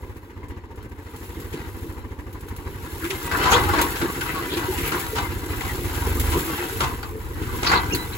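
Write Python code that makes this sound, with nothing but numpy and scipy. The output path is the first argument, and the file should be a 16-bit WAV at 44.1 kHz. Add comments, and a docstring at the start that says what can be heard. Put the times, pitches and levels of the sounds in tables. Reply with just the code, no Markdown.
"""A dry stubble field: a diesel tractor drags a disc harrow past a phone held just behind it.
Each firing sends a thump down the ringing exhaust, knocks sharply and leaves the engine block booming.
Random steel contacts shake the frame and the ringing discs into grinding, thuds and clanks; rubbing steel
groans and squeaks in wavering tones, and showers of noise make the soil and straw crackle.
Direct and scattered sound reach two ports; it lies to the left from the start and leans further left late on."""
import sys
import numpy as np
from scipy import signal
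from scipy.fft import rfft, irfft, next_fast_len
from scipy.io import wavfile
from scipy.ndimage import uniform_filter1d

SR = 44100
rng = np.random.default_rng(int(sys.argv[2]) if len(sys.argv) > 2 else 0)


def file_out(sig):
    """Save sig as 16-bit WAV at sys.argv[1]."""
    # one column per channel
    cols = np.atleast_2d(sig).T
    # limit, then scale
    lim = np.clip(cols, -1, 1)
    pcm = np.round(lim * 32767).astype(np.int16)
    wavfile.write(sys.argv[1], SR, pcm)


N = 360429
TIME = np.arange(N) / SR

# colour of breaking soil and straw: (frequency [Hz], relative level [dB])
SOIL_COLOUR = [(500, -23), (2000, 0.5), (4000, -1.5), (5500, -6.5), (8000, 1), (12000, 3.5), (15500, 0.5)]


def undb(db):
    """Decibels to gain."""
    return 10 ** (np.asarray(db) / 20)


def unit(x):
    """Scale to rms 1."""
    return x / np.sqrt(np.mean(x ** 2))


def curve(table):
    """A (time, value) table, interpolated sample by sample."""
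    s, value = np.transpose(table)
    return np.interp(TIME, s, value)


def gain_at(hz, points):
    """Gain of a (Hz, dB) colour at the given frequencies."""
    f, db = np.transpose(points)
    return undb(np.interp(np.log(hz + 1), np.log(f), db))


def response(points, size=8192):
    """Minimum-phase impulse response of a colour, with unit energy."""
    cepstrum = irfft(np.log(gain_at(np.fft.rfftfreq(size, 1 / SR), points)))
    # fold the cepstrum forward in time, so that nothing sounds before the impulse
    cepstrum[1:size // 2] *= 2
    cepstrum[size // 2 + 1:] = 0
    h = irfft(np.exp(rfft(cepstrum)))
    return h / np.linalg.norm(h)


def through(x, h):
    """Pass the direct and the scattered path through an impulse response."""
    return signal.oaconvolve(x, np.atleast_2d(h), axes=1)[:, :N]


def add(out, s, sound):
    """Mix a sound in at time s."""
    i = max(int(s * SR), 0)
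    part = out[:, i:i + sound.shape[1]]
    part += sound[:, :part.shape[1]]


def walk(rate):
    """Slow chance: random levels, a new one every 1 / rate s, joined by ramps."""
    hold = int(SR / rate)
    levels = rng.standard_normal(N // hold + 1)
    return uniform_filter1d(np.repeat(levels, hold), hold)[:N]


def grit(rate, spread_db):
    """Tiny fractures at random moments, rate per second, most weak and a few strong."""
    size = undb(spread_db * np.minimum(rng.exponential(size=N), 5))
    struck = rng.random(N) < rate / SR
    return unit(rng.standard_normal((2, N)) * size * struck)


def patchy(x, depth_db, order=5, size=512):
    """Every slip touches the steel elsewhere: the colour changes in patches of about 30 ms."""
    _, _, frames = signal.stft(x, nperseg=size)
    field = rng.standard_normal(frames.shape)
    field = uniform_filter1d(field, order - 1, axis=0)
    field = uniform_filter1d(field, order, axis=1)
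    return signal.istft(frames * undb(depth_db * unit(field)), nperseg=size)[1][:, :N]


def exhaust(thump, pipe_hz=93, t60_s=0.2, ring_db=-6.5):
    """Each pressure wave leaves the pipe and sets its air column ringing; firings in step with it make it hum."""
    t = TIME[:SR // 3]
    column = np.cos(2 * np.pi * pipe_hz * t) * undb(-60 * t / t60_s)
    ringing = signal.oaconvolve(thump, column)[:N]
    return unit(unit(thump) + undb(ring_db) * unit(ringing))


def block_ring(starts, strength, scatter_db=5.0, detune=0.02, rise_s=0.0019):
    """Each combustion strikes the modes of the block and covers, never twice in the same blend or tuning."""
    # block and cover modes: (centre pitch [Hz], mean level [dB], 60 dB decay [s])
    block_modes = [(300, 2, 0.16), (444, -2.5, 0.078), (970, -1.5, 0.079), (1190, -5.5, 0.083),
                   (1390, -4, .05), (1680, -8, .05), (2044, -6.5, 0.074), (2850, -12, .04)]
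    t = TIME[:SR // 12]
    hz, db, t60 = np.transpose(block_modes)[:, :, None]
    fade = undb(db - 60 * t / t60)
    rise = 1 - np.exp(-t / rise_s)
    out = np.zeros((2, N))
    chance = rng.standard_normal((len(starts), 3, len(hz), 1))
    for i, (size, pitch, phase) in zip(starts, chance):
        swing = np.exp(2j * np.pi * (hz * (1 + detune * pitch) * t + phase))
        ring = np.sum(fade * undb(scatter_db * size) * swing, axis=0)
        add(out, i / SR, strength[i] * rise * np.array([ring.real, ring.imag]))
    return unit(out)


def engine(pulse_hz=68, pulse_s=0.011, lag_s=0.0094, knock_lag_s=0.00299, knock_rise_s=0.0055,
           knock_s=0.025, uneven_db=1.1, injection_db=-8.0, ring_db=-9, lull_knock_share=0.64):
    """Every firing sends a pressure wave out of the pipe, knocks sharply and leaves the block booming."""
    # engine speed, sagging under load and picking up: (time [s], firings [per s])
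    speed = [(0.0, 14.99), (0.95, 14.35), (1.08, 12.65), (2.09, 13.87), (2.3, 12.18), (2.57, 13.03),
             (3.14, 8.41), (3.42, 16.4), (3.75, 23.83), (3.84, 21.6), (4.02, 14.6), (4.21, 21.0),
             (4.36, 16.9), (4.6, 15.04), (4.74, 16.04), (5.63, 13.65), (5.85, 15.94), (6.1, 22.34),
             (6.36, 25.73), (6.61, 17.42), (8.17, 19.92)]
    # engine effort, as the level of the exhaust beat before the lulls: (time [s], level [dB])
    effort = [(0, -36), (0.36, -37.5), (0.45, -34), (0.78, -37.5), (0.9, -35.5), (1.4, -35.5), (3.15, -34),
              (3.4, -30), (3.7, -26.5), (3.93, -36), (4.5, -38), (4.72, -31), (5.75, -29.5), (5.95, -29),
              (6.02, -24), (6.36, -24), (6.41, -36), (6.5, -37), (6.83, -24.5), (6.98, -34.5), (7.75, -30),
              (8.17, -34)]
    # loose rumble of gas against the exhaust pulses: (time [s], level [dB])
    gas_share = [(0, -6), (2.6, -6), (4.2, -1), (5.8, -4), (6.35, -9), (6.6, 0), (8.17, -1)]
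    # a few beats go soft as the fuel is cut: (time [s], half length [s], exhaust dip [dB])
    lulls = [(0.25, 0.12, 8.5), (0.66, 0.089, 5.5), (1.073, 0.19, 4.5), (4.98, 0.18, 7), (6.71, 0.12, 9)]
    # firings that knock harder than the rest: (time [s], extra level [dB])
    hard_firings = [(0.296, 5), (0.51, 1.5), (0.71, 0.5), (0.92, 3.5), (2.2, 3)]
    # the knock and ring fade as the tractor draws away: (time [s], level [dB])
    receding = [(0, 0.5), (4.0, 0.5), (7.0, -1), (8.17, -10)]
    # colours of the exhaust gas, the block's boom and the knock: (frequency [Hz], relative level [dB])
    pipe_colour = [(20, -34), (30, -7), (42, -4), (72, -9.5), (98, -0.5), (125, -6.5), (145, -13.5),
                   (200, -25), (400, -49), (900, -79)]
    block_colour = [(80, -11), (170, -11), (250, 1), (330, -1.5), (470, -3), (650, -19), (1000, -7.5),
                    (1400, -30.5), (2800, -29), (5000, -50), (15000, -51)]
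    knock_colour = [(400, 2.5), (680, -8), (1000, 4), (1380, -5), (1700, 3), (2050, -1.5), (2500, -10),
                    (2850, -13), (4000, -20.5), (7000, -20), (15000, -20)]

    rate = curve(speed)
    effort_db = curve(effort)
    lull_db = sum(depth * np.exp(-((TIME - s) / half) ** 2) for s, half, depth in lulls)
    # the block sits at -42 dB for an effort of -35 dB and gains 0.54 dB per dB of effort
    block_db = -42 + 0.54 * (effort_db + 35) - lull_knock_share * lull_db
    turns = np.cumsum(rate) / SR + 2 / 3  # one whole turn per firing
    age = (turns % 1) / rate
    # time from the nearest pressure peak and since the last diesel knock
    peak = ((turns - lag_s * rate + .5) % 1 - .5) / rate
    burn = ((turns - knock_lag_s * rate) % 1) / rate

    # exhaust: the pulses stay on the direct path, the gas is on both
    thump = np.exp(-(peak / pulse_s) ** 2) * np.cos(2 * np.pi * pulse_hz * peak)
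    pulses = exhaust(thump) * np.array([[1], [0]])
    gas = through(rng.standard_normal((2, N)) * (np.exp(-age / .03) + .35), response(pipe_colour))
    rumble = undb(curve(gas_share))
    pipe = (pulses + rumble * unit(gas)) / np.hypot(1, rumble)

    swell = 2 * (1 - np.exp(-age / .009)) * np.exp(-age / .028) + .33
    boom = through(grit(7000, 1.5) * swell, response(block_colour))

    # each firing knocks with its own strength
    firing = (turns - knock_lag_s * rate).astype(int)
    firing_db = uneven_db * rng.standard_normal(N // 1000)
    for s, db in hard_firings:
        firing_db[firing[int(s * SR) + SR // 50]] += db
    strength = undb(firing_db)[firing]
    burst = (1 - np.exp(-burn / knock_rise_s)) * np.exp(-(burn / knock_s) ** 3) * strength + 0.19
    knock = through(grit(7000, 1.5) * burst * undb(1.2 * walk(160)), response(knock_colour))
    ring = block_ring(np.flatnonzero(np.diff(firing)), strength)

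    near = undb(curve(receding))
    body = patchy(unit(boom) + undb(injection_db) * unit(knock) * near, depth_db=1.5)
    block = body + undb(ring_db) * ring * near
    return pipe * undb(effort_db - lull_db) + block * undb(block_db)


def discs(force, ring_db, damping, waver_s=0.001218):
    """Steel discs in soil: a dead clatter plus their ringing modes, which waver in pitch as the load shifts."""
    # disc modes: (pitch [Hz], relative level [dB], 60 dB decay before the damping by soil [s])
    disc_modes = [(472, -1, 0.61), (768, 0, 1), (840, -21, 0.087), (910, -3, 0.24), (967, 8, 0.49),
                  (978, 7.5, 0.57), (1100, 2, 0.44), (1300, 13, 0.15), (1290, -9, 0.43), (1517, 7, 0.78),
                  (1639, 12, 0.26), (1780, -14, 0.2), (2015, 7, 0.46), (2250, -22, 0.067), (2636, 5, 0.38),
                  (2630, -11, 0.23), (2900, 2.5, 0.44), (3153, 11, 0.086), (3550, 1, 0.35), (3916, 5, 0.18),
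                  (4280, 3, 0.17), (4530, -11, 0.15), (5150, 1, 0.14), (6800, -5.5, 0.32)]
    # dead clatter of the steel: (frequency [Hz], relative level [dB])
    steel_colour = [(150, -6.5), (400, -4), (620, -4.5), (800, 2), (1050, -5), (1400, 7.5), (1700, -2.5),
                    (2100, -5), (3200, -17.5), (4400, -13.5), (5600, -22), (8000, -22), (15000, -32)]
    t = TIME[:SR // 2]
    ring = np.zeros((2, len(t)))
    for hz, db, t60 in disc_modes:
        tone = np.sin(2 * np.pi * (hz * t + rng.random((2, 1))))
        ring += undb(db) * tone * undb(-60 * t * damping / t60)
    steady = through(force, ring / np.linalg.norm(ring[0]))
    # reading the ring a little early or late bends its pitch
    warped = TIME + waver_s * walk(11)
    ringing = np.array([np.interp(warped, TIME, path) for path in steady])
    return through(force, response(steel_colour)) + undb(ring_db) * ringing


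def rub(hz, length, glide, rough, stutter_db=2.5):
    """One stick-slip burst: a gliding, stuttering tone of rms 1 that wavers differently on each path."""
    u = np.linspace(-.5, .5, int(np.clip(length * SR, 64, SR // 7)))
    # the pitch jumps every 40 samples, the grip drifts over about 4 ms
    slip = np.repeat(rng.standard_normal((2, 160)), 40, axis=1)[:, :len(u)]
    grip = np.interp(u * length, np.linspace(-.1, .1, 50), rng.standard_normal(50))
    turns = np.cumsum(hz * (1 + glide * u + rough * slip), axis=1) / SR
    tone = np.sin(2 * np.pi * (turns + rng.random()))
    return unit(np.hanning(len(u)) * undb(stutter_db * grip) * tone)


def scrapes(count=550, centre_hz=1700, octaves=.5, spread_db=2.5, rough=0.079):
    """Hard crumbs dragged along the rims, each a brief rasp with its own pitch."""
    out = np.zeros((2, N))
    moments = rng.random((count, 2))
    characters = np.clip(rng.standard_normal((count, 3)), -2, 2)
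    for (when, long), (pitch, size, glide) in zip(moments, characters):
        burst = rub(centre_hz * 2 ** (octaves * pitch), 0.012 + 0.046 * long, 0.014 * glide, rough)
        # higher rasps are weaker
        add(out, when * N / SR, undb(spread_db * size - 3 * pitch) * burst)
    return unit(out)


def harrow(crumble_s=0.012, crumble_db=-2, uneven_db=2.0, thud_rise_s=0.035, thud_decay_s=0.022):
    """Clods boom in the frame and grind along the disc rims in uneven slips; soil and straw crumble."""
    # how hard the discs bite, as the level of their grinding before its unevenness: (time [s], level [dB])
    bite = [(0, -55), (.9, -53.5), (1.55, -44), (2.2, -53.5), (2.8, -43.5), (3.03, -40), (3.27, -33.5),
            (3.53, -21.5), (3.65, -26), (3.8, -27.5), (3.98, -31.5), (4.7, -33), (4.8, -32), (4.95, -29),
            (5.1, -36), (5.75, -39), (6.33, -31.5), (6.82, -36.5), (7.1, -48), (7.75, -30.5), (8.17, -38.5)]
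    # crumbling soil and straw: (time [s], level [dB])
    crumble = [(0, -55), (.7, -75), (1.2, -46.5), (1.85, -48), (2.1, -59), (2.5, -55), (3.0, -39),
               (3.52, -32.5), (4.45, -37), (4.9, -31.5), (5.35, -39.5), (6.35, -31), (6.84, -34.5),
               (7.12, -49), (7.6, -37.5), (8.17, -38.5)]
    # big clods thudding against the frame: (time [s], relative level [dB])
    thud_times = [(1.53, -25), (1.76, -33), (2.2, -37), (2.67, -27.5), (3.325, -28), (3.515, -19),
                  (3.79, -12), (4.02, -16), (4.52, -21), (4.93, -20.5), (5.23, -34), (6.07, -17.5),
                  (6.2, -22), (6.36, -15.5), (7.72, -19.5), (7.92, -19)]
    # boom of the frame: (frequency [Hz], relative level [dB])
    frame_colour = [(60, -23.5), (140, -2), (220, -10), (280, -3), (335, 2), (400, -3), (470, -6.5),
                    (580, -19), (1000, -39.5)]

    bite_db = curve(bite) + uneven_db * walk(11)
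    age = TIME[:SR // 3]
    thud = 2 * (1 - np.exp(-age / thud_rise_s)) * np.exp(-age / thud_decay_s)
    thuds = np.zeros((1, N))
    for s, db in thud_times:
        add(thuds, s, undb(db) * np.atleast_2d(thud))
    # the frame drones at -31.5 dB for a bite of -30 dB and gains 0.72 dB per dB of bite
    drone = undb(-31.5 + 0.72 * (bite_db + 30))
    push = np.hypot(drone, thuds)
    shaking = grit(1800, 1.45) * undb(2.0 * walk(25))
    frame = unit(patchy(through(shaking, response(frame_colour)), depth_db=-0.5))

    slips = grit(1800, 2.4) * undb(2.6 * walk(70) + 1.5 * walk(28))
    clatter = discs(slips, ring_db=-1.0, damping=1.6)
    grind = unit(unit(patchy(clatter, depth_db=0.5)) + undb(-7.5) * scrapes())

    # the larger fractures each shed a short shower of crumbs
    t = TIME[:SR // 25]
    shower = rng.standard_normal(len(t)) * np.exp(-t / crumble_s)
    cracks = grit(7000, 1.6) + undb(crumble_db) * unit(through(grit(400, 1.7), shower))
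    crackle = through(cracks * undb(1.0 * walk(45)), response(SOIL_COLOUR))
    soil = unit(patchy(crackle, depth_db=2.5))
    return frame * push + grind * undb(bite_db) + soil * undb(curve(crumble))


def snaps(snap_s=0.016, snap_db=11.0):
    """Brittle stalks and clods break with a short bright crack."""
    # straws and dry clods snapping: (time [s], level before the common gain [dB])
    snap_times = [(0.166, -59.5), (0.484, -59), (0.7577, -60), (0.827, -60), (0.895, -64), (1.1614, -51.5),
                  (1.4005, -50), (2.328, -53), (2.408, -53.5), (2.486, -51), (2.563, -48), (3.0754, -52),
                  (3.099, -44), (3.3694, -40), (3.517, -34), (3.814, -27), (4.876, -38), (4.995, -38),
                  (6.198, -32.5), (7.9486, -31.5)]
    t = TIME[:SR // 20]
    force = np.zeros((2, N))
    for s, db in snap_times:
        crack = rng.standard_normal((2, len(t))) * np.exp(-t / snap_s)
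        add(force, s, undb(db + snap_db) * crack)
    return through(force, response(SOIL_COLOUR))


def clanks(chatter_s=0.02, rattle_db=1.0, clank_db=-6.0, edge_db=-4.5, edge_s=0.028, clang_db=-1,
           clang_rise_s=0.0052, clang_t60_s=0.3):
    """Each knock is a rattling run of steel contacts with a bright edge; the row of discs clangs after it."""
    # slack joints and discs knocking:
    # (time [s], level before clank_db [dB], level of the bright edge before edge_db [dB], rise [s])
    knocks = [(1.528, -40, -33.5, .003), (2.483, -38, -64, 0.00054), (2.563, -49, -56, .001),
              (3.042, -41, -26.5, 0.0033), (3.103, -25, -22.5, 0.0025), (3.312, -14, -54, 0.0054),
              (3.383, -26, -54, 0.0018), (3.435, -14.5, -22, .003), (3.456, -5, -40, 0.014),
              (3.516, -5, -15.5, 0.0055), (3.562, -14, -41, 0.00089), (3.592, -32, -48, .001),
              (3.688, -16.5, -48, .005), (3.734, -11.5, -40, 0.0028), (3.785, -11, -35, 0.0023),
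              (3.815, -23, -27, 0.0013), (3.959, -26, -27, .001), (4.013, -13, -41, 0.0051),
              (4.21, -32, -23.5, 0.00075), (4.361, -23, -32, 0.0034), (4.571, -22, -24, 0.0019),
              (4.619, -38, -45, .003), (4.776, -44, -20, 0.0078), (4.919, -16.5, -26, 0.0017),
              (5.156, -13, -24.5, 0.0067), (5.181, -18.5, -39, 0.0024), (5.61, -27.5, -32, .0004),
              (5.648, -28, -37, .002), (5.688, -32, -38, .002), (5.895, -26.5, -46, .003),
              (5.948, -22.5, -31, 0.0035), (6.321, -15.5, -24.5, 0.0021), (6.581, -43, -24.5, 0.0055),
              (6.806, -10.5, -20.5, 0.00099), (6.833, -16.5, -38, .001), (7.03, -26.5, -43, 0.00088),
              (7.42, -40, -34, .005), (7.515, -41, -55, .002), (7.632, -15.5, -20, 0.00087),
              (7.665, -15, -42, 0.002), (7.695, -17.5, -40, .0006), (7.717, -10, -36, 0.00051),
              (7.735, -13.5, -38, 0.00076), (8.131, -33, -31.5, 0.0023)]
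    # colours of the bright edge and of the clang: (frequency [Hz], relative level [dB])
    edge_colour = [(800, -17.5), (2000, 11.5), (3200, 7), (4400, -3.5), (5600, -3.5), (7200, -3.5),
                   (10000, 3), (15000, -37)]
    clang_colour = [(450, -41), (680, -2.5), (820, -6.5), (1000, 3.5), (1200, 0), (1400, -24),
                    (2100, -12.5), (3000, -25), (6000, -46)]
    t = TIME[:SR // 4]
    force, edge, clang = np.zeros((3, 2, N))
    contacts = unit(grit(4000, 0.87) * undb(rattle_db * walk(170)))
    # many close modes build up and fade together, other ones for every knock
    fade = (1 - np.exp(-t / clang_rise_s)) * undb(-60 * t / clang_t60_s)
    for s, db, bright_db, rise_s in knocks:
        i = int(s * SR)
        run = contacts[:, i:i + len(t)]
        age = t[:run.shape[1]]
        run = run * (1 - np.exp(-age / rise_s))
        blow = undb(db + clank_db) * run * np.exp(-age / chatter_s)
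        tail = rng.standard_normal((2, len(t))) * fade / np.linalg.norm(fade)
        start = s - .002  # the rise begins just ahead
        add(force, start, blow)
        add(clang, start, signal.fftconvolve(blow, tail, axes=1))
        add(edge, start, undb(bright_db + edge_db) * run * np.exp(-age / edge_s))
    steel = discs(force, ring_db=-6.0, damping=1.85)
    row = undb(clang_db) * through(clang, response(clang_colour))
    return steel + row + through(edge, response(edge_colour))


def squeaks():
    """Stick-slip of steel on steel: joints groan and rims squeak on their scrapers."""
    # groans and squeaks, cut at 1/7 s:
    # (time [s], pitch [Hz], length [s], rms level [dB], glide [share of pitch], roughness [share of pitch])
    rubs = [(3.004, 338, 0.1, -32, .13, 0.059), (2.99, 1550, .11, -36.5, 0, 0.16),
            (3.081, 391, 0.084, -34, 0.086, .037), (3.25, 8240, .03, -40.5, .04, .01),
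            (3.299, 1458, .11, -28, 0, .13), (3.434, 1000, 0.092, -24, 0.00097, 0.032),
            (3.488, 6700, 0.081, -31.5, 0.14, 0.047), (3.515, 478, 0.088, -23, -0.015, 0.097),
            (3.514, 3300, 0.062, -26, 0.28, 0.11), (3.54, 4110, 0.038, -34, .05, 0.054),
            (3.677, 1397, 0.05, -28, 0.076, .1), (3.724, 1082, 0.033, -26.5, 0.13, 0.059),
            (3.554, 1400, 0.049, -24.5, -0.117, 0.18), (3.758, 1670, 0.055, -31.5, -0.12, 0.17),
            (3.8, 3700, .045, -36, .1, 0.12), (4.002, 343, 0.076, -28, 0.21, 0.048),
            (4.2, 1480, 0.05, -31, -0.075, 0.084), (4.259, 2127, 0.086, -38, 0.1, 0.24),
            (4.336, 1102, 0.085, -34, -0.12, 0.04), (4.463, 361, 0.049, -37, 0.1, 0.087),
            (4.481, 3550, 0.11, -37, 0.097, 0.17), (4.553, 346, 0.057, -28.5, -0.084, 0.022),
            (4.67, 370, 0.053, -26, 0.068, .036), (4.762, 341, 0.08, -33.5, -0.082, 0.044),
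            (4.867, 11700, .025, -35.5, 0, .0073), (4.795, 2260, 0.15, -36.5, -0.16, 0.28),
            (4.898, 1500, 0.097, -32, -.1, 0.17), (4.914, 356, 0.089, -31, 0.053, 0.062),
            (5.101, 438, 0.089, -34, 0.043, 0.023), (5.212, 2110, 0.085, -42, -0.097, 0.015),
            (5.5, 2460, 0.054, -44.5, 0.16, 0.017), (5.604, 2050, 0.016, -34.5, -0.077, 0.043),
            (5.642, 1980, 0.11, -39.5, -0.093, 0.067), (6.304, 338, 0.12, -34, 0.037, .02),
            (6.427, 326.3, 0.1, -35, 0.07, .015), (6.548, 352.5, 0.12, -39, 0.072, 0.015),
            (6.689, 394, 0.092, -40, -0.011, 0.02), (6.699, 446, 0.13, -41, 0, 0.013),
            (7.1, 439, 0.12, -40, .02, .015), (7.02, 4550, 0.034, -48, -0.021, 0.04),
            (7.651, 4450, 0.043, -27, .028, 0.15), (7.656, 4450, 0.068, -29.5, 0.11, 0.047),
            (7.655, 2400, 0.037, -33.5, 0.04, 0.196), (7.709, 2050, 0.042, -29.5, -0.04, 0.15),
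            (7.706, 1180, 0.12, -31, 0.03, .05), (7.709, 4030, 0.11, -32, .0094, 0.082),
            (7.919, 5660, 0.028, -40, 0, 0.025), (7.9, 2470, 0.025, -39, -0.012, .04),
            (7.91, 2800, 0.044, -31, 0.056, 0.031), (7.933, 4370, 0.038, -34.5, .027, 0.042),
            (7.93, 6500, 0.016, -35, .051, .025), (7.947, 3990, 0.12, -44.5, 0.023, 0.013),
            (8.117, 3980, 0.037, -43.5, .0065, 0.034)]
    out = np.zeros((2, N))
    for s, hz, length, db, glide, rough in rubs:
        add(out, s, undb(db) * rub(hz, length, glide, rough))
    return out


def scene():
    """Direct and scattered sound reach the two ports of the phone with different phase and level."""
    # between the ports: (frequency [Hz], phase by which left leads [rad])
    port_phase = [(0, 0), (500, .05), (1400, .7), (2100, 5.8), (3100, 8.8), (4100, 12.8), (5500, 15.4),
                  (6500, 12.7), (7450, 12.4), (8600, 9.5), (9500, 9.3), (10900, 6.35), (11800, 6.2),
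                  (13300, 3.2), (14200, 3.05), (15300, 0)]
    # between the ports: (frequency [Hz], left minus right [dB])
    port_balance = [(60, -9.5), (430, -8.5), (640, -16), (1300, -3.5), (2400, 4.5), (4400, 2.5),
                    (8000, 2.5)]
    # scattered sound: (frequency [Hz], gain [dB])
    scatter = [(60, 0), (300, -51), (700, -10.5), (2000, -1.5), (4500, -3), (6500, -0.5), (8500, -65),
               (15000, -39)]
    # how far the sound lies to the left, most of the way from the start: (time [s], share [0-1])
    left_share = [(6.45, 0.77), (6.75, 0.83), (7.5, 0.97)]
    # what lying fully left adds: (frequency [Hz], phase by which left leads [rad], left minus right [dB])
    leftward = [(448, 0.42, 10.5), (706, 2.5, 20.5), (1024, -1.93, 11.5), (1375, 3.5, 4.5),
                (1850, 1.04, -2), (3500, 0.5, -2.5), (6000, 0, -3)]

    size = next_fast_len(N + SR // 10)
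    direct, scattered = rfft(engine() + harrow() + snaps() + clanks() + squeaks(), size)
    hz = np.fft.rfftfreq(size, 1 / SR)
    scattered = scattered * gain_at(hz, scatter)
    lean = np.sqrt(gain_at(hz, port_balance))
    lag = np.exp(-1j * np.interp(hz, *np.transpose(port_phase)))
    ahead = np.array([(direct + scattered) * lean, (direct - scattered) * lag / lean])
    # lying left shifts phase and level between the ports, mostly in favour of the left
    f, late, tilt_db = np.transpose(leftward)
    tilt = undb(np.interp(hz, f, tilt_db) / 2)
    late_right = np.exp(-1j * np.interp(hz, f, late))
    aside = ahead * np.array([tilt, late_right / tilt])
    share = np.clip(curve(left_share), 0, 1)
    return irfft(ahead, size)[:, :N] * (1 - share) + irfft(aside, size)[:, :N] * share


def record(dry, bass_hz=28, top_hz=15800):
    """The phone drops the deepest bass, rounds the loudest peaks and cuts the top."""
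    thin = signal.sosfilt(signal.butter(4, bass_hz, "highpass", fs=SR, output="sos"), dry)
    rounded = np.tanh(thin)
    return signal.sosfilt(signal.ellip(10, .2, 70, top_hz, fs=SR, output="sos"), rounded)


dry = scene()
out = record(dry)
file_out(out)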